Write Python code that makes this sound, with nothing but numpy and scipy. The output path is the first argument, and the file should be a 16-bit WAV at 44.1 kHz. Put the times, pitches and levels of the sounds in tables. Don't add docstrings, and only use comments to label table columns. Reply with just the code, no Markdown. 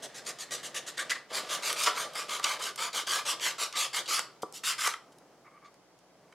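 import sys
import numpy as np
from scipy import signal
from scipy.fft import rfft, irfft
from scipy.io import wavfile
from scipy.ndimage import map_coordinates

SR = 44100
rng = np.random.default_rng(int(sys.argv[2]) if len(sys.argv) > 2 else 0)


def store_pcm(level_fs):
    pcm = np.round(np.clip(level_fs, -1, 1) * 32767).astype(np.int16)
    wavfile.write(sys.argv[1], SR, np.atleast_2d(pcm).T)


N = 279580
T = np.arange(N) / SR
HAND_SHIFTS_S = (1.28, 4.4)

# start in seconds, length in seconds, hiss gain in dB, extra gain for the shell in dB.
STROKES = [(.021, 0.058, -40.5, -11), (0.142, 0.075, -43.5, -9), (0.259, .071, -36.5, -8),
           (0.384, 0.077, -39, -12.5), (0.506, 0.074, -34.5, -10.5), (.627, 0.071, -39, -10.5),
           (0.742, 0.064, -33.5, -8), (0.862, 0.058, -39, -9.5), (0.97, 0.075, -37, 3.5),
           (1.098, 0.048, -36, 4), (1.326, 0.1, -32.5, -3.5), (1.487, 0.11, -33.5, -3),
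           (1.621, 0.14, -31, -5), (1.758, 0.18, -31, -7), (1.947, .13, -36, 0.5), (2.145, 0.11, -37, -1.5),
           (2.281, 0.13, -36.5, 0), (2.442, 0.14, -35.5, 4.5), (2.59, 0.14, -35.5, -2.5),
           (2.774, .13, -33.5, 0), (2.927, 0.12, -32.5, -3.5), (3.065, 0.17, -30.5, -1.5),
           (3.25, 0.11, -30.5, -5), (3.403, .14, -31, -2), (3.579, .11, -32, -5), (3.752, 0.14, -29, -8),
           (3.928, .1, -31.5, -1.5), (4.075, 0.15, -28.5, -5), (4.533, 0.079, -43, -30),
           (4.633, .126, -29.5, -4.5), (4.778, 0.17, -32.5, -2.5)]


def undb(db):
    return 10 ** (np.asarray(db) / 20)


def unit(x):
    return x / np.sqrt(np.mean(x ** 2))


def curve_at(points, hz):
    point_hz, value = np.transpose(points)
    return np.interp(np.log(np.maximum(hz, 1)), np.log(point_hz), value)


def convolve(x, response):
    return signal.fftconvolve(x, response)[:N]


def butter(x, order, hz, kind="low"):
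    return signal.lfilter(*signal.butter(order, hz, kind, fs=SR), x)


def colour(x, points, size=4096):
    cepstrum = irfft(np.log(undb(curve_at(points, np.fft.rfftfreq(size, 1 / SR)))))
    cepstrum[1:size // 2] *= 2
    cepstrum[size // 2 + 1:] = 0
    return convolve(x, irfft(np.exp(rfft(cepstrum))))


def resonate(x, modes):
    return sum((-1) ** k * undb(db) * signal.lfilter(*signal.iirpeak(hz, hz / width, SR), x)
               for k, (hz, width, db) in enumerate(modes))


def radiate(path, force, shape):
    return path(force, shape) / np.linalg.norm(path(signal.unit_impulse(8192), shape))


def wander(rate_hz):
    knots = rng.standard_normal(8192)
    return np.interp(T * rate_hz, np.arange(len(knots)), knots)


def stereo(mid, side, width):
    return mid + np.array([[1], [-1]]) * colour(side, width)


def room_tone(waver_db=1.5):
    # frequency in Hz, gain in dB.
    spectrum = [(15, -64), (25, -36), (48, -27), (87, -21.5), (134, 0.5), (200, -4.5), (301, 1), (384, 0),
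                (677, 1), (796, -1), (3720, -26), (5000, -21), (5570, -20), (9840, -29.5), (16000, -36)]
    # time in seconds, level in dB.
    fade = [(0, -57), (4.4, -59), (5.2, -59.5), (5.8, -61.5), (6.34, -63)]
    # frequency in Hz, side over mid in dB.
    width = [(60, 0), (130, -13.5), (380, -13), (1200, -18), (2400, -0.5), (4400, 3.5), (8000, -1),
             (15000, 3)]
    # frequency in Hz, rms level in dB.
    tones = [(60, -87), (147, -84), (180, -79.5), (9711, -90), (12900, -98)]
    level_db = np.interp(T, *np.transpose(fade))
    mid, side = (unit(colour(rng.standard_normal(N), spectrum)) * undb(level_db + waver_db * wander(7.2))
                 for _ in range(2))
    hum = sum(np.sqrt(2) * undb(db) * np.sin(2 * np.pi * hz * T) for hz, db in tones)
    return stereo(mid, side, width) + hum


def room_tail(predelay_s, size=24000):
    # frequency in Hz, seconds to fall 60 dB.
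    decay = [(200, 0.13), (600, 0.49), (1400, 0.31), (4000, 0.31), (10000, 0.21)]
    t, hz = np.arange(size) / SR, np.fft.rfftfreq(size, 1 / SR)
    noise = rfft(rng.standard_normal(size))
    octave = np.round(np.log2(np.maximum(hz, 100)))
    tail = sum(irfft(noise * (octave == k)) * 1000. ** (-t / curve_at(decay, 2 ** k))
               for k in np.unique(octave))
    tail *= t > predelay_s
    return tail / np.linalg.norm(tail)


def reflections(x, predelay_s, count=4):
    position = 2 * np.pi * (3 * T + 0.49 * wander(3.044))
    sends = (x * np.cos(position * (k + 1) / count) for k in range(count))
    return sum(convolve(send, room_tail(predelay_s)) for send in sends) * np.sqrt(2 / count)


def grit(per_s, spread_db, bed_db, chatter_db, chatter_hz):
    clicks = (rng.random(N) < per_s / SR) * rng.choice([-1, 1], N)
    sizes = undb(spread_db * np.minimum(rng.exponential(size=N), 5))
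    bed = undb(bed_db) * rng.standard_normal(N)
    chatter = undb(chatter_db * wander(chatter_hz))
    return unit((unit(clicks * sizes) + bed) * chatter)


def fingertip(soft_hz=2600):
    # start in seconds, length in seconds, gain in dB.
    wipes = [(5.436, 0.068, -54), (5.496, 0.11, -56.5), (5.61, 0.081, -54.5)]
    # frequency in Hz, bandwidth in Hz, gain in dB.
    modes = [(1166, 60, 5.5), (2230, 150, -3)]
    pressure = sum(undb(db) * np.sin(np.pi * np.clip((T - s) / length, 0, 1)) for s, length, db in wipes)
    dust = grit(per_s=220, spread_db=5.5, bed_db=6, chatter_db=2.5, chatter_hz=69)
    return radiate(resonate, butter(pressure * dust + 1e-18, 2, soft_hz), modes)


def knocks(contact_s=0.00081, lowest_hz=110, size=12000):
    # start in seconds, peak in dB, hardness as a tilt in dB per octave.
    blows = [(1.872, -14.5, 16), (1.8783, -16, 9), (2.396, -29, 13), (4.193, -21, 32), (4.4316, -23, -2),
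             (4.442, -44, -6), (4.859, -31, 6), (4.876, -22.5, 9.5), (4.941, -31, 33)]
    # frequency in Hz, seconds to fall 60 dB, gain in dB.
    modes = [(115, 0.036, -27), (162, 0.08, -33), (205, 0.06, -21), (325, 0.059, -7.5), (428, 0.03, 4.5),
             (556, 0.0089, 6.5), (764, 0.021, 1.5), (966, 0.035, -0.5), (1165, 0.059, -1),
             (1347, 0.028, -0.5), (1980, 0.008, -7)]
    out, t = np.zeros(N + size), np.arange(size) / SR
    hz, t60, db = np.transpose(modes)[:, :, None]
    attack = 1 - np.exp(-(t / contact_s) ** 2)
    for s, peak_db, hardness in blows:
        decays = undb(db + hardness * np.log2(hz) - 60 * t / t60)
        partials = decays * np.sin(2 * np.pi * (hz * t + rng.random(hz.shape)))
        ring = butter(partials.sum(axis=0) * attack, 2, lowest_hz, "high")
        out[int(s * SR):][:size] += undb(peak_db) * ring / np.abs(ring).max()
    return out[:N]


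def cupped_hand(low_hz=401, high_hz=1058, half_width_hz=95, gain_db=-21):
    out = np.zeros(N)
    breath = unit(butter(rng.standard_normal(N), 2, half_width_hz))
    for k, (s, length, db, _) in enumerate(STROKES):
        if HAND_SHIFTS_S[0] < s < HAND_SHIFTS_S[1]:
            progress = np.linspace(0, 1, int(length * SR))
            closure = (1 + (-1) ** k * np.cos(np.pi * progress)) / 2
            hz = low_hz * (high_hz / low_hz) ** closure
            swell = undb(db + gain_db) * np.sqrt(np.abs(np.sin(np.pi * progress)))
            span = slice(int(s * SR), int(s * SR) + len(progress))
            out[span] += swell * breath[span] * np.sin(2 * np.pi * np.cumsum(hz) / SR)
    return out


def tray_echoes(x, strength, lag_s, glide, count=4):
    n = np.arange(len(x))
    travel = np.cos(np.pi * n / len(x)) * min(len(x) / SR / .1, 1)
    centre_lags = rng.uniform(0.13, 1, (count, 1)) * lag_s * SR
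    lags = centre_lags * (1 + glide * rng.uniform(-0.86, 1, (count, 1)) * travel)
    gains = strength * rng.choice([-1, 1], count)
    echoes = sum(gain * map_coordinates(x, [n - lag], order=3, mode="grid-wrap")
                 for gain, lag in zip(gains, lags))
    return unit(x + echoes)


def swing(length_s, bite, grip_s):
    t = np.arange(int(length_s * SR)) / SR
    arc = np.abs(np.sin(np.pi * (bite + (1 - bite) * t / length_s)))
    return arc * np.minimum(t / grip_s, 1)


def slides(snag_table_db=-30.5):
    # bite as a share of the swing, edge gain in dB, table gain in dB on pull and on push.
    grips = [(0.17, 5.5, -45, -54), (0.15, 0.5, -45.5, -47.5), (0.18, 3, -66, -70)]
    # start in seconds, length in seconds, hiss gain in dB,
    # extra gain for the shell in dB, edge gain in dB.
    snags = [(0.248, 0.016, -50.5, -18, 6), (.264, 0.0081, -43, -17, 7), (0.576, 0.052, -49.5, -2, -6),
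             (0.976, 0.011, -43, -8, 4), (1.095, 0.023, -29.5, -1, -4), (1.145, 0.03, -49, 13.5, -7),
             (1.728, 0.0026, -20.5, -9.5, 8.5), (1.835, 0.011, -29.5, -17, 4),
             (1.8595, 0.024, -32.5, 1, -21), (1.876, 0.019, -46, 20, -10), (2.133, 0.018, -49.5, -14, 4),
             (2.153, 0.0075, -39, -1, 11), (2.292, 0.0074, -41, -15, -12), (2.395, 0.0064, -38, -11, -1),
             (2.427, 0.045, -38, -1, -4), (2.44, 0.011, -22, -24, -6.5), (2.758, 0.0073, -41, -12, 12),
             (3.07, 0.014, -41, 6.5, 4), (3.396, 0.0059, -40.5, -2, -19), (3.725, 0.0074, -36.5, -16, -10),
             (3.734, 0.055, -49, 8, -18), (4.057, 0.021, -43.5, -20, -14), (4.192, 0.0037, -27, 1, 11),
             (4.419, 0.023, -44, -20, 5.5), (4.524, 0.0045, -51.5, -13, 24), (4.836, 0.049, -44, 11, -11),
             (4.872, 0.0099, -26.5, -9, 2), (4.937, 0.0059, -37, 3, -10), (5.119, 0.019, -62, -19, 3),
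             (5.184, 0.0064, -56, -24, 8), (5.643, 0.048, -65.5, -14, -20), (5.741, 0.0056, -61, 0, 8),
             (5.987, 0.0095, -61, -17, 4), (6.323, 0.0092, -63.5, 11, -4)]
    for k, (s, length, db, ring_db) in enumerate(STROKES):
        bite, edge_db, *table_db = grips[np.searchsorted(HAND_SHIFTS_S, s)]
        yield s, swing(length, bite, grip_s=0.0032), db, db + ring_db, table_db[k % 2], edge_db
    for s, length, db, ring_db, edge_db in snags:
        yield s, swing(length, bite=.33, grip_s=0.00129), db, db + ring_db, db + snag_table_db, edge_db


def tray_body(hiss, shell, table, hiss_db=-2.0, shell_db=-1.5, table_db=-4.5):
    # frequency in Hz, bandwidth in Hz, gain in dB.
    corner_modes = [(1166, 71, 2), (1440, 330, -3.5), (1870, 340, 3), (2220, 630, -6), (3560, 160, -8)]
    floor_modes = [(1006, 216, -7), (1178, 27.6, 5), (1286, 78, -4.5), (1460, 9.7, -2), (1546, 100, -9),
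                   (1707, 180, -7), (2120, 320, -7.5), (2440, 29.5, -13), (3040, 85, -9),
                   (5000, 190, -15.5)]
    rim_modes = [(1120, 125, 0), (1293, 120, -0.5), (1554, 114, -1), (1990, 220, -0.5), (2210, 390, -3.5),
                 (3100, 160, -12.5), (4460, 77, -20)]
    # frequency in Hz, gain in dB.
    corner_eq = [(500, -27), (1200, -6), (2400, -0.5), (3400, 2.5), (4600, 0), (5400, -2), (7000, -4),
                 (8500, -4.5), (10000, -10.5), (13000, -17.5), (16000, -34)]
    open_eq = [(500, -47), (1200, -5.5), (2000, -6.5), (3100, 3.5), (4200, -0.5), (4700, 1), (5400, -3),
               (7000, -3), (9000, -5), (11000, -8), (13500, -15.5), (16000, -27.5)]
    table_eq = [(50, -25.5), (110, -33), (170, -8.5), (260, -9.5), (320, -5), (440, 3), (620, 6),
                (800, -1.5), (1100, -12), (2000, -16), (6000, -58)]
    place = np.searchsorted(HAND_SHIFTS_S, T)
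    ring = sum(radiate(resonate, shell * (place == k) + 1e-18, modes)
               for k, modes in enumerate((corner_modes, floor_modes, rim_modes)))
    rasp = radiate(colour, hiss * (place == 0), corner_eq) + radiate(colour, hiss * (place > 0), open_eq)
    rumble = radiate(colour, table, table_eq)
    return undb(hiss_db) * rasp + undb(shell_db) * ring + undb(table_db) * rumble


def sanding(edge_hz=6500, drag_top_hz=5530, drag_shell_db=-2.5, drag_table_db=-2):
    # time in seconds, gain in dB.
    drag_curve = [(0, -56), (.6, -57), (1.17, -51), (1.28, -72), (1.31, -43), (1.75, -47.5), (1.99, -43.5),
                  (2.12, -53.5), (2.42, -50), (2.58, -47), (2.75, -61), (3.2, -52.5), (4.22, -67.5),
                  (4.36, -67), (4.61, -67), (4.76, -56), (5.0, -73), (6.34, -71.5)]
    fine = grit(per_s=5000, spread_db=1.0, bed_db=7.0, chatter_db=1.64, chatter_hz=340)
    coarse = grit(per_s=1500, spread_db=2.0, bed_db=-1, chatter_db=3.5, chatter_hz=120)
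    bumps = grit(per_s=500, spread_db=5, bed_db=0, chatter_db=4.5, chatter_hz=42)
    hiss, shell, table = np.zeros((3, N))
    for s, speed, db, ring_db, rumble_db, edge_db in slides():
        start = int(s * SR)
        speed = speed[:N - start]
        span = slice(start, start + len(speed))
        scrape = tray_echoes(fine[span], strength=0.29, lag_s=0.001366, glide=0.18)
        grind = tray_echoes(coarse[span], strength=0.23, lag_s=0.002885, glide=0.097)
        pad = speed ** 1.29 * butter(scrape, 4, edge_hz)
        edge = undb(edge_db) * speed ** 2.2 * butter(scrape, 4, edge_hz, "high")
        hiss[span] += undb(db - edge_db / 3) * (pad + edge)
        shell[span] += undb(ring_db) * speed ** 1.01 * grind
        table[span] += undb(rumble_db) * speed ** 0.43 * unit(bumps[span])
    drag = undb(np.interp(T, *np.transpose(drag_curve)))
    hiss += drag * butter(fine[::-1], 1, drag_top_hz)
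    shell += undb(drag_shell_db) * drag * coarse[::-1]
    table += undb(drag_table_db) * drag * bumps[::-1]
    return tray_body(hiss, shell, table)


def scene(mid_db=-10, side_db=-10):
    # frequency in Hz, side over mid in dB.
    width = [(60, -4), (250, -13), (600, -9.5), (1200, -46), (2000, -23), (4000, -7), (9000, -1),
             (16000, -4.5)]
    direct = sanding() + cupped_hand() + knocks() + fingertip()
    mid = undb(mid_db) * reflections(direct, predelay_s=0.0031)
    side = undb(side_db) * reflections(direct, predelay_s=.002)
    return direct + stereo(mid, side, width) + room_tone()


def record(dry, top_hz=15900):
    return signal.sosfilt(signal.ellip(10, .2, 70, top_hz, fs=SR, output="sos"), dry)


dry = scene()
out = record(dry)
store_pcm(out)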